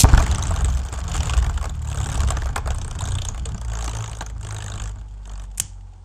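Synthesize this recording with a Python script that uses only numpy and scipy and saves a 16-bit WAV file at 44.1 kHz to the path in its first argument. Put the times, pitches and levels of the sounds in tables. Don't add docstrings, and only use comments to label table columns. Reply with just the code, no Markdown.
import sys
import numpy as np
from scipy import signal
from scipy.fft import rfft, irfft, next_fast_len
from scipy.io import wavfile
from scipy.ndimage import uniform_filter1d, map_coordinates

SR = 44100
rng = np.random.default_rng(int(sys.argv[2]) if len(sys.argv) > 2 else 0)


def persist_wave(psi):
    counts = np.round(np.clip(psi, -1, 1) * 32767).astype(np.int16)
    wavfile.write(sys.argv[1], SR, np.atleast_2d(counts).T)


def volts(x):
    e = np.asarray(x, float) / 20
    return 10 ** e


N = 266364

# (time [s], level [dB])
LAUNCH_S_DB = [
    (0, -10),
    (.003, -7),
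    (.012, -13),
    (.017, -21.5),
    (.021, -18),
    (.034, -16.5),
]
# (frequency [Hz], density [dB/Hz])
RATCHET_HZ_DB = [(180, -44.5), (300, -18.5), (1840, -24), (2320, -11), (7560, -1), (14700, -18),
                 (16000, -31)]
# (time [s], bowl rocking [dB], tip drag [dB])
SLIDE_S_DB = [(0, -28.5, -42), (.1, -25.5, -24.5), (.3, -27.5, -35), (.85, -36, -43), (1.25, -32, -33.5),
              (1.75, -41, -49), (2.2, -30.5, -36.5), (2.6, -37.5, -47.5), (3.1, -35, -44),
              (3.35, -37.5, -45.5), (3.52, -29, -47.5), (3.7, -50, -49), (4.3, -42, -53), (4.6, -43, -49.5),
              (4.85, -36, -48), (5.05, -55, -58), (5.35, -49, -55.5), (6.04, -61, -65.5)]
# (frequency [Hz], density [dB/Hz])
RUMBLE_HZ_DB = [(12, -38), (20, -13), (69, 0), (208, -20.5), (400, -35.5), (520, -61), (880, -120)]
# (frequency [Hz], width [Hz], level [dB])
FLOOR_HZ_HZ_DB = [(316, 110, -6), (431, 24, 2.5), (696, 225, 0.5), (930, 111, 2.5), (1127, 160, 1),
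                  (1581, 324, -1), (1799, 470, -7), (2480, 130, -14.5)]
# (frequency [Hz], width [Hz], level [dB])
TIP_HZ_HZ_DB = [(3005, 690, -5.5), (3840, 420, -6.5), (4435, 640, -14), (6394, 465, 0), (6970, 540, 0.5),
                (8060, 630, 0.5), (9650, 180, -37.5), (12800, 1500, -32.5)]
# (time [s], peak [dB], first pitch [Hz], swell [s], direction [+1/-1])
THUDS_S_DB_HZ_S = [
    (.0365, 2.5, 175, .007, 1),
    (.1325, 3, 112, .0055, -1),
    (.174, -4.5, 125, .007, -1),
]
# (time [s], click [dB], floor knock re click [dB])
SKIPS_S_DB = [(0.1203, -36.5, 12), (0.1316, -23.5, 3), (0.176, -21.5, 9.5), (.2007, -25.5, 7),
              (0.2242, -22.5, 0.5), (0.2637, -26, 4.5), (0.3131, -21, -3), (.348, -20.5, -8.5),
              (0.3824, -22.5, -2), (0.4247, -19, -4), (0.47, -22.5, -6), (0.494, -36, 6),
              (0.5071, -24.5, 2), (0.5406, -30.5, 3), (0.5616, -25, -1.5), (0.5889, -31, 3.5),
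              (.6081, -25.5, -2), (0.645, -19, -4.5), (0.6832, -31, 2.5), (0.701, -30, -12),
              (0.7239, -33.5, -2), (.749, -31, -5), (0.7721, -29.5, -0.5), (0.7918, -35, 2),
              (.851, -33, 1.5), (.8868, -32, -1.5), (0.926, -25, -1), (.9891, -31, -6.5),
              (1.0396, -36, -13), (1.0803, -26.5, -5.5)]
# (time [s], click [dB], floor knock re click [dB], bounce re click [dB])
BUMPS_S_DB = [(1.2708, -24, -4.5, -15), (1.2953, -18.5, -5, -8), (1.335, -21.5, 1.5, -15),
              (1.3757, -24, -2, -1.5), (1.4951, -29, 5, -12), (1.5418, -35.5, -1, -14),
              (1.5757, -27, 2, -22), (1.6953, -28.5, -4, -25), (1.7478, -44, 3.5, -3), (1.819, -37, -4, -6),
              (1.848, -36.5, -2.5, -4), (2.2166, -29, 0.5, -14), (2.2758, -27.5, -1, -1),
              (2.3038, -15.5, -1, -14), (2.3688, -26, 7.5, -21), (2.42, -34.5, 11, -21),
              (2.4576, -32.5, 8, -8), (2.4902, -34.5, 7.5, -15), (2.5593, -20, 8.5, -11),
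              (3.2868, -17, -11.5, -30), (2.6586, -35, 9, -18), (2.6739, -30.5, 8.5, -17),
              (2.7044, -24, 1, -8.5), (2.747, -29, -2.5, -26), (2.952, -34.5, 5.5, -21),
              (3.4559, -22, -5.5, -23), (3.49, -33.5, -1, -15), (4.2077, -25, 5.5, -9.5),
              (4.2635, -28, -5, -22), (4.2988, -37, 1.5, -13)]
# (first tap [s], last tap [s], first level [dB], last level [dB], knock re tap [dB])
RUNS_S_DB = [(1.096, 1.1663, -32, -21.5, -7), (1.1533, 1.2568, -26, -24, -3.5),
             (1.4257, 1.464, -29.5, -31.5, 4), (1.613, 1.655, -33, -31.5, 4.5),
             (1.873, 2.155, -32, -26, -9), (1.8872, 2.233, -30.5, -26.5, 0),
             (2.784, 2.9114, -29.5, -29, -2.5), (2.9887, 3.2523, -28, -22.5, -7.5),
             (3.007, 3.175, -23.5, -40.5, -2), (3.346, 3.378, -35, -34.5, 3),
             (3.5462, 3.682, -32.5, -34.5, -1), (3.7, 3.914, -32, -26, -0.5),
             (3.933, 4.187, -29, -34, -1.5), (4.411, 4.5845, -35, -28.5, -1.5),
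             (4.6049, 4.777, -29.5, -31, -2.5), (4.8, 4.8944, -26.5, -38, -3.5),
             (4.959, 5.013, -45.5, -50, 3.5), (5.255, 5.4387, -41, -40.5, -1)]
RUN_TAPS = [4, 5, 3, 4, 11, 13, 5, 9, 6, 2, 5, 13, 15, 10, 10, 6, 3, 10]
# (frequency [Hz], density [dB/Hz])
SNAP_HZ_DB = [(300, -28), (1500, -4), (5000, 1.5), (8000, -14), (16000, -38)]
# (time [s], spin [turns/s])
SPIN_S_HZ = [(.24, 64), (.9, 62), (1.7, 59), (2.5, 57.5), (4.1, 55), (4.5, 52), (4.9, 51), (5.35, 48.5),
             (6.04, 45)]
# (time [s], once-a-turn shake [dB], twice-a-turn rock [dB])
WOBBLE_S_DB = [(.24, -33.5, -51), (.82, -21.5, -53), (1.1, -35, -56), (1.4, -21.5, -58), (1.84, -40, -56),
               (2.27, -22, -59), (2.85, -43, -65), (3.14, -27, -66), (3.55, -38, -57), (3.72, -28, -28),
               (3.86, -21.5, -45), (4.01, -40, -25), (4.25, -31.5, -44), (4.59, -36.5, -30),
               (4.85, -29.5, -38.5), (5.08, -38, -47.5), (5.319, -32, -46.5), (6.04, -43.5, -44.5)]
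# (time [s], rate [hops/s])
HOP_S_HZ = [(.3, 43), (1.2, 39.5), (2, 35.2), (2.35, 34), (3.15, 30.3), (3.6, 29.5)]
# (time [s], once-a-hop heave [dB], once-a-turn shake [dB], landing slap [dB])
HEAVE_S_DB = [(0.3, -36, -49, -45), (0.52, -27, -23, -34), (0.74, -26, -37, -36), (0.96, -41, -42, -49.5),
              (1.18, -28, -27, -31), (1.4, -30, -28, -35.5), (1.62, -32, -31, -42.5),
              (1.84, -39, -28.5, -35.5), (2.06, -38, -33, -30), (2.28, -25, -17.5, -32.5),
              (2.5, -32.5, -36, -39.5), (2.72, -28.5, -25.5, -36), (2.94, -34, -64, -36),
              (3.16, -29.5, -52, -26), (3.38, -36, -43, -50), (3.6, -49, -32, -51)]
# (time [s], level [dB])
CLASH_S_DB = [
    (5.575, -34.5),
    (5.580, -24),
    (5.599, -9),
    (5.621, -35),
]
# (frequency [Hz], density [dB/Hz])
CRACK_HZ_DB = [(180, -59), (300, -18), (2070, -12), (3240, -9.5), (4020, -13.5), (6960, 1), (9230, -1),
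               (16000, -21)]
# (frequency [Hz], t60 [s])
ROOM_HZ_S = [(1000, 0.35), (9000, 0.36), (13000, 0.04)]
# (frequency [Hz], density [dB/Hz])
HUSH_HZ_DB = [(150, -42.5), (250, -11), (631, -15.5), (846, -5), (1280, -28.5), (8800, -29), (10500, -56),
              (22000, -120)]

SETTLE_S, SLOW_S = 3.6, 4.95


def unit(x):
    return x / np.sqrt(np.mean(x ** 2) + 1e-20)


def along(points, hz):
    f, v = np.transpose(points)
    return np.interp(np.log(hz + 1), np.log(f + 1), v)


def curves(rows):
    s, *cols = np.transpose(rows)
    return [np.interp(np.arange(N) / SR, s, c) for c in cols]


def wobble(rate_hz):
    knots = rng.standard_normal(int(N * rate_hz / SR) + 4)
    return map_coordinates(knots, [np.arange(N) * rate_hz / SR])


def filtered(x, response):
    m = next_fast_len(N + SR // 2)
    return irfft(rfft(x, m) * response(np.fft.rfftfreq(m, 1 / SR)), m)[..., :N]


def body(modes):
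    def response(f):
        total = 0
        for k, (hz, width_hz, db) in enumerate(modes):
            damping = 1j * f * width_hz
            total = total + (-1) ** k * volts(db) * damping / (hz * hz - f * f + damping)
        return total
    return response


def dull(hz):
    return 1 / np.sqrt(1 + (hz / 9300) ** 6)


def muffled(hz):
    return dull(hz) ** 4


def noise(spectrum):
    return unit(filtered(rng.standard_normal(N), lambda hz: volts(along(spectrum, hz))))


def chatter(spiky_db):
    return volts(spiky_db * wobble(2500)) * rng.standard_normal(N)


def bursts(s, db, rise_s, fall_s):
    t = np.arange(SR // 4) / SR
    swell = (t / rise_s) ** 2
    shape = swell / (1 + swell) * np.exp(-t / fall_s)
    kicks = np.bincount(np.round(s * SR).astype(int), volts(db), N)[:N]
    return signal.fftconvolve(kicks, shape / shape.max())[:N]


def crack(hits, spectrum, fall_s):
    s, db = np.transpose(hits)
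    contact = chatter(0.83) * bursts(s, db + 6.5, 0.000074, fall_s)
    return filtered(contact, lambda hz: volts(along(spectrum, hz)))


def launcher():
    return crack(LAUNCH_S_DB, RATCHET_HZ_DB, fall_s=0.0047)


def slide():
    rumble_db, drag_db = curves(SLIDE_S_DB)
    rumble = volts(rumble_db + 4.5 + 3.1 * wobble(25.1)) * noise(RUMBLE_HZ_DB)
    grains = volts(3 * wobble(70)) * rng.standard_normal(N)
    drone = unit(filtered(grains, body(FLOOR_HZ_HZ_DB)))
    rub = volts(4.5 * wobble(130) + 6.3 * wobble(900)) * rng.standard_normal(N)
    hiss = unit(filtered(rub, lambda hz: body(TIP_HZ_HZ_DB)(hz) + 0.63 * (hz > 1500)))
    drone_db = drag_db - 3
    hiss_db = 1.27 * (drag_db + 39.5) - 43 - 5
    return rumble + volts(drone_db) * drone + volts(hiss_db) * hiss


def grit():
    rate_per_s, level_db, spread_db, growth = 140, -3.5, 3.5, 1.01
    top_db = -33
    luck = rng.random((round(rate_per_s * N / SR), 2))
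    s = luck[:, 0] * (N - 1) / SR
    drag_db = np.interp(s, *np.transpose(SLIDE_S_DB)[[0, 2]])
    db = growth * (np.minimum(drag_db, top_db) + 39) - 40 + level_db
    db = db - spread_db * np.log(1 - luck[:, 1])
    ticks = chatter(5.0) * bursts(s, db, rise_s=0.0016, fall_s=0.002)
    return filtered(ticks, lambda hz: dull(hz) ** 2 * (body(TIP_HZ_HZ_DB)(hz) + 0.34 * (hz > 1600)))


def thuds():
    swing, t = np.zeros(N + SR), np.arange(SR // 4) / SR
    sag_s = .0075
    for s, db, hz, swell_s, way in THUDS_S_DB_HZ_S:
        cycles = hz * (.2 * t + .8 * sag_s * (1 - np.exp(-t / sag_s)))
        envelope = t / swell_s * np.exp(1 - t / swell_s)
        swing[round(s * SR):][:len(t)] += way * volts(db) * envelope * np.sin(2 * np.pi * cycles)
    s, db = np.transpose(THUDS_S_DB_HZ_S)[:2]
    shudder = noise(RUMBLE_HZ_DB) * bursts(s + 0.018, db - 24, rise_s=0.011, fall_s=0.045)
    rattle_db = db - 1.5 - 6 * np.arange(len(s))
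    rattle = chatter(4.5) * bursts(s + 0.0022, rattle_db, rise_s=0.0017, fall_s=0.0088)
    return swing[:N] + shudder + filtered(rattle, body(FLOOR_HZ_HZ_DB))


def touches():
    runs = []
    for (start_s, end_s, start_db, end_db, knock_db), count in zip(RUNS_S_DB, RUN_TAPS):
        u = np.linspace(0, 1, count)
        lean_db = 2 * np.sin(np.pi * u)
        db = start_db + (end_db - start_db) * u + lean_db
        runs.append(np.c_[start_s + (end_s - start_s) * u, db, knock_db + 0 * u])
    steady = np.concatenate(runs)
    steady = steady + rng.standard_normal(steady.shape) * [.0005, 1.1, 1.5]
    skips = [tuple(row) + (-7,) for row in SKIPS_S_DB]
    s, db, knock_db, bounce_db = np.transpose(skips + list(BUMPS_S_DB))
    flight_s = .012 + .0005 * (db + knock_db + 25)
    again = np.c_[s + flight_s, db + bounce_db, knock_db + 0.5]
    again = again + rng.standard_normal((len(s), 3)) * [.001, 1.8, 2.5]
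    return np.concatenate([np.c_[s, db, knock_db], again, steady]).T


def struck(s, db, modes, rise_s, fall_s, colour_db, spiky_db):
    t, f = np.arange(2048) / SR, np.fft.rfftfreq(2048, 1 / SR)
    slips = rng.standard_normal((2, len(s), len(t)))
    chance, detune = rng.standard_normal((2, len(s), len(modes), 1))
    u = t / (volts(1.45 * slips[1][:, :1]) * fall_s)
    shape = np.sin(np.pi / 2 * np.minimum(t / rise_s[:, None], 1)) ** 2 * np.exp(-u)
    force = shape * slips[0] * volts(spiky_db * 4 * uniform_filter1d(slips[1], size=16))
    moved = []
    for k, (hz, width_hz, mode_db) in enumerate(modes):
        moved.append((hz * (1 + .04 * detune[:, k]), width_hz, mode_db + colour_db * chance[:, k]))
    rung = irfft(rfft(force) * body(moved)(f))
    rung *= (volts(db) / np.linalg.norm(rung, axis=1))[:, None]
    where = np.round((s - rise_s) * SR).astype(int)[:, None] + np.arange(len(t))
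    return np.bincount(where.ravel(), rung.ravel(), N)[:N]


def taps(s, db, knock_db):
    hit_db = db + knock_db
    rise_s = np.clip(.0035 * volts(-.9 * (hit_db + 28)), .0005, .0035)
    click = struck(s + .0012, db + 18, TIP_HZ_HZ_DB, rise_s, fall_s=0.0023, colour_db=4.5, spiky_db=1.5)
    boom = struck(s + 0.00153, hit_db + 17.5, FLOOR_HZ_HZ_DB, rise_s,
                  fall_s=0.0031, colour_db=3.5, spiky_db=2.5)
    scrape = chatter(0.73) * volts(6.0 * wobble(150)) * bursts(s, db - 15.5, rise_s=0.0018, fall_s=0.011)
    drag = filtered(scrape, body(TIP_HZ_HZ_DB))
    rub = volts(1.44 * wobble(90)) * chatter(2.6) * bursts(s, hit_db + 0.5, rise_s=0.0016, fall_s=0.0096)
    drone = filtered(rub, body(FLOOR_HZ_HZ_DB))
    thump = noise(RUMBLE_HZ_DB) * bursts(s, hit_db - 11, rise_s=0.0029, fall_s=0.0079)
    snap_db = 1.6 * (hit_db + 15) - 15 - 11
    snap = crack(np.c_[s, snap_db], SNAP_HZ_DB, fall_s=0.0019)
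    return snap + filtered(click, dull) + filtered(drag, muffled) + boom + drone + thump


def shake(speed, rows, drift, flutter_db):
    rate_hz = curves(speed)[0] * (1 + drift * wobble(5.82))
    turn = 2 * np.pi * np.cumsum(rate_hz) / SR
    t = np.arange(N) / SR
    fade_in = np.clip((t - rows[0][0]) * 15, 0, 1)
    fade_out = np.clip((rows[-1][0] + 0.14 - t) * 15, 0, 1)
    total = np.zeros(N)
    for order, db in enumerate(curves(rows), 1):
        level = volts(db + flutter_db * wobble(13))
        total += level * np.sin(order * turn + rng.uniform(0, 2 * np.pi))
    return fade_in * fade_out * np.sqrt(2) * total


def first_top():
    rows = []
    for s, one_db, two_db in WOBBLE_S_DB:
        three_db = max(one_db, two_db) - 22 - 20 * (not SETTLE_S < s < SLOW_S)
        four_db = one_db - 24 - 20 * (s < SLOW_S)
        rows.append((s, one_db, two_db, three_db, four_db))
    roaming = np.arange(N) < SETTLE_S * SR
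    return shake(SPIN_S_HZ, rows, drift=np.where(roaming, .022, .004),
                 flutter_db=np.where(roaming, 2.6, 1.5))


def second_top():
    rows = [(s, one, two, slap, slap - 4) for s, one, two, slap in HEAVE_S_DB]
    return shake(HOP_S_HZ, rows, drift=0.016, flutter_db=1.65)


def whistle(s, db):
    fast = (s > .6) & (s < 2.15)
    scrape = chatter(2.3) * bursts(s[fast], 0.42 * db[fast] - 30.5, rise_s=0.0017, fall_s=0.0055)
    return filtered(scrape, body([(13200, 790, -6.0)]))


def clash():
    s, db = np.transpose(CLASH_S_DB)
    wash = filtered(noise(CRACK_HZ_DB), muffled) * bursts(s + .006, db - 29, rise_s=.004, fall_s=0.041)
    jolt = noise(RUMBLE_HZ_DB) * bursts(s, db - 24, rise_s=.008, fall_s=0.04)
    return crack(CLASH_S_DB, CRACK_HZ_DB, fall_s=0.0032) + jolt + wash


def room(x):
    hz, t, z = signal.stft(rng.standard_normal(SR // 2), SR, nperseg=256)
    decay = volts(-60 * t / along(ROOM_HZ_S, hz)[:, None])
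    tail = signal.istft(z * decay, SR, nperseg=256)[1]
    return signal.fftconvolve(np.pad(x, (200, 0)), tail / np.linalg.norm(tail))[:N]


def scene():
    s, db, knock_db = touches()
    tips = taps(s, db, knock_db) + whistle(s, db) + grit()
    rims = launcher() + clash()
    low = first_top() + second_top() + thuds()
    walls = filtered(room(volts(-18) * tips + volts(-20) * rims), muffled)
    rubbing = filtered(slide(), muffled)
    hush = volts(-60.0) * noise(HUSH_HZ_DB)
    return (tips + rims + walls + low + rubbing + hush)[None]


def top_cut(x):
    return signal.sosfilt(signal.butter(12, 16140, fs=SR, output="sos"), x)


def record(dry):
    top_hz, edge_hz = 16200, 1200
    clipped = dry / (1 + np.abs(dry / .73) ** 14) ** (1 / 14)
    mix = filtered(clipped, lambda hz: np.clip((top_hz - hz) / edge_hz, 0, 1))
    return top_cut(mix)


dry = scene()
out = record(dry)
persist_wave(out)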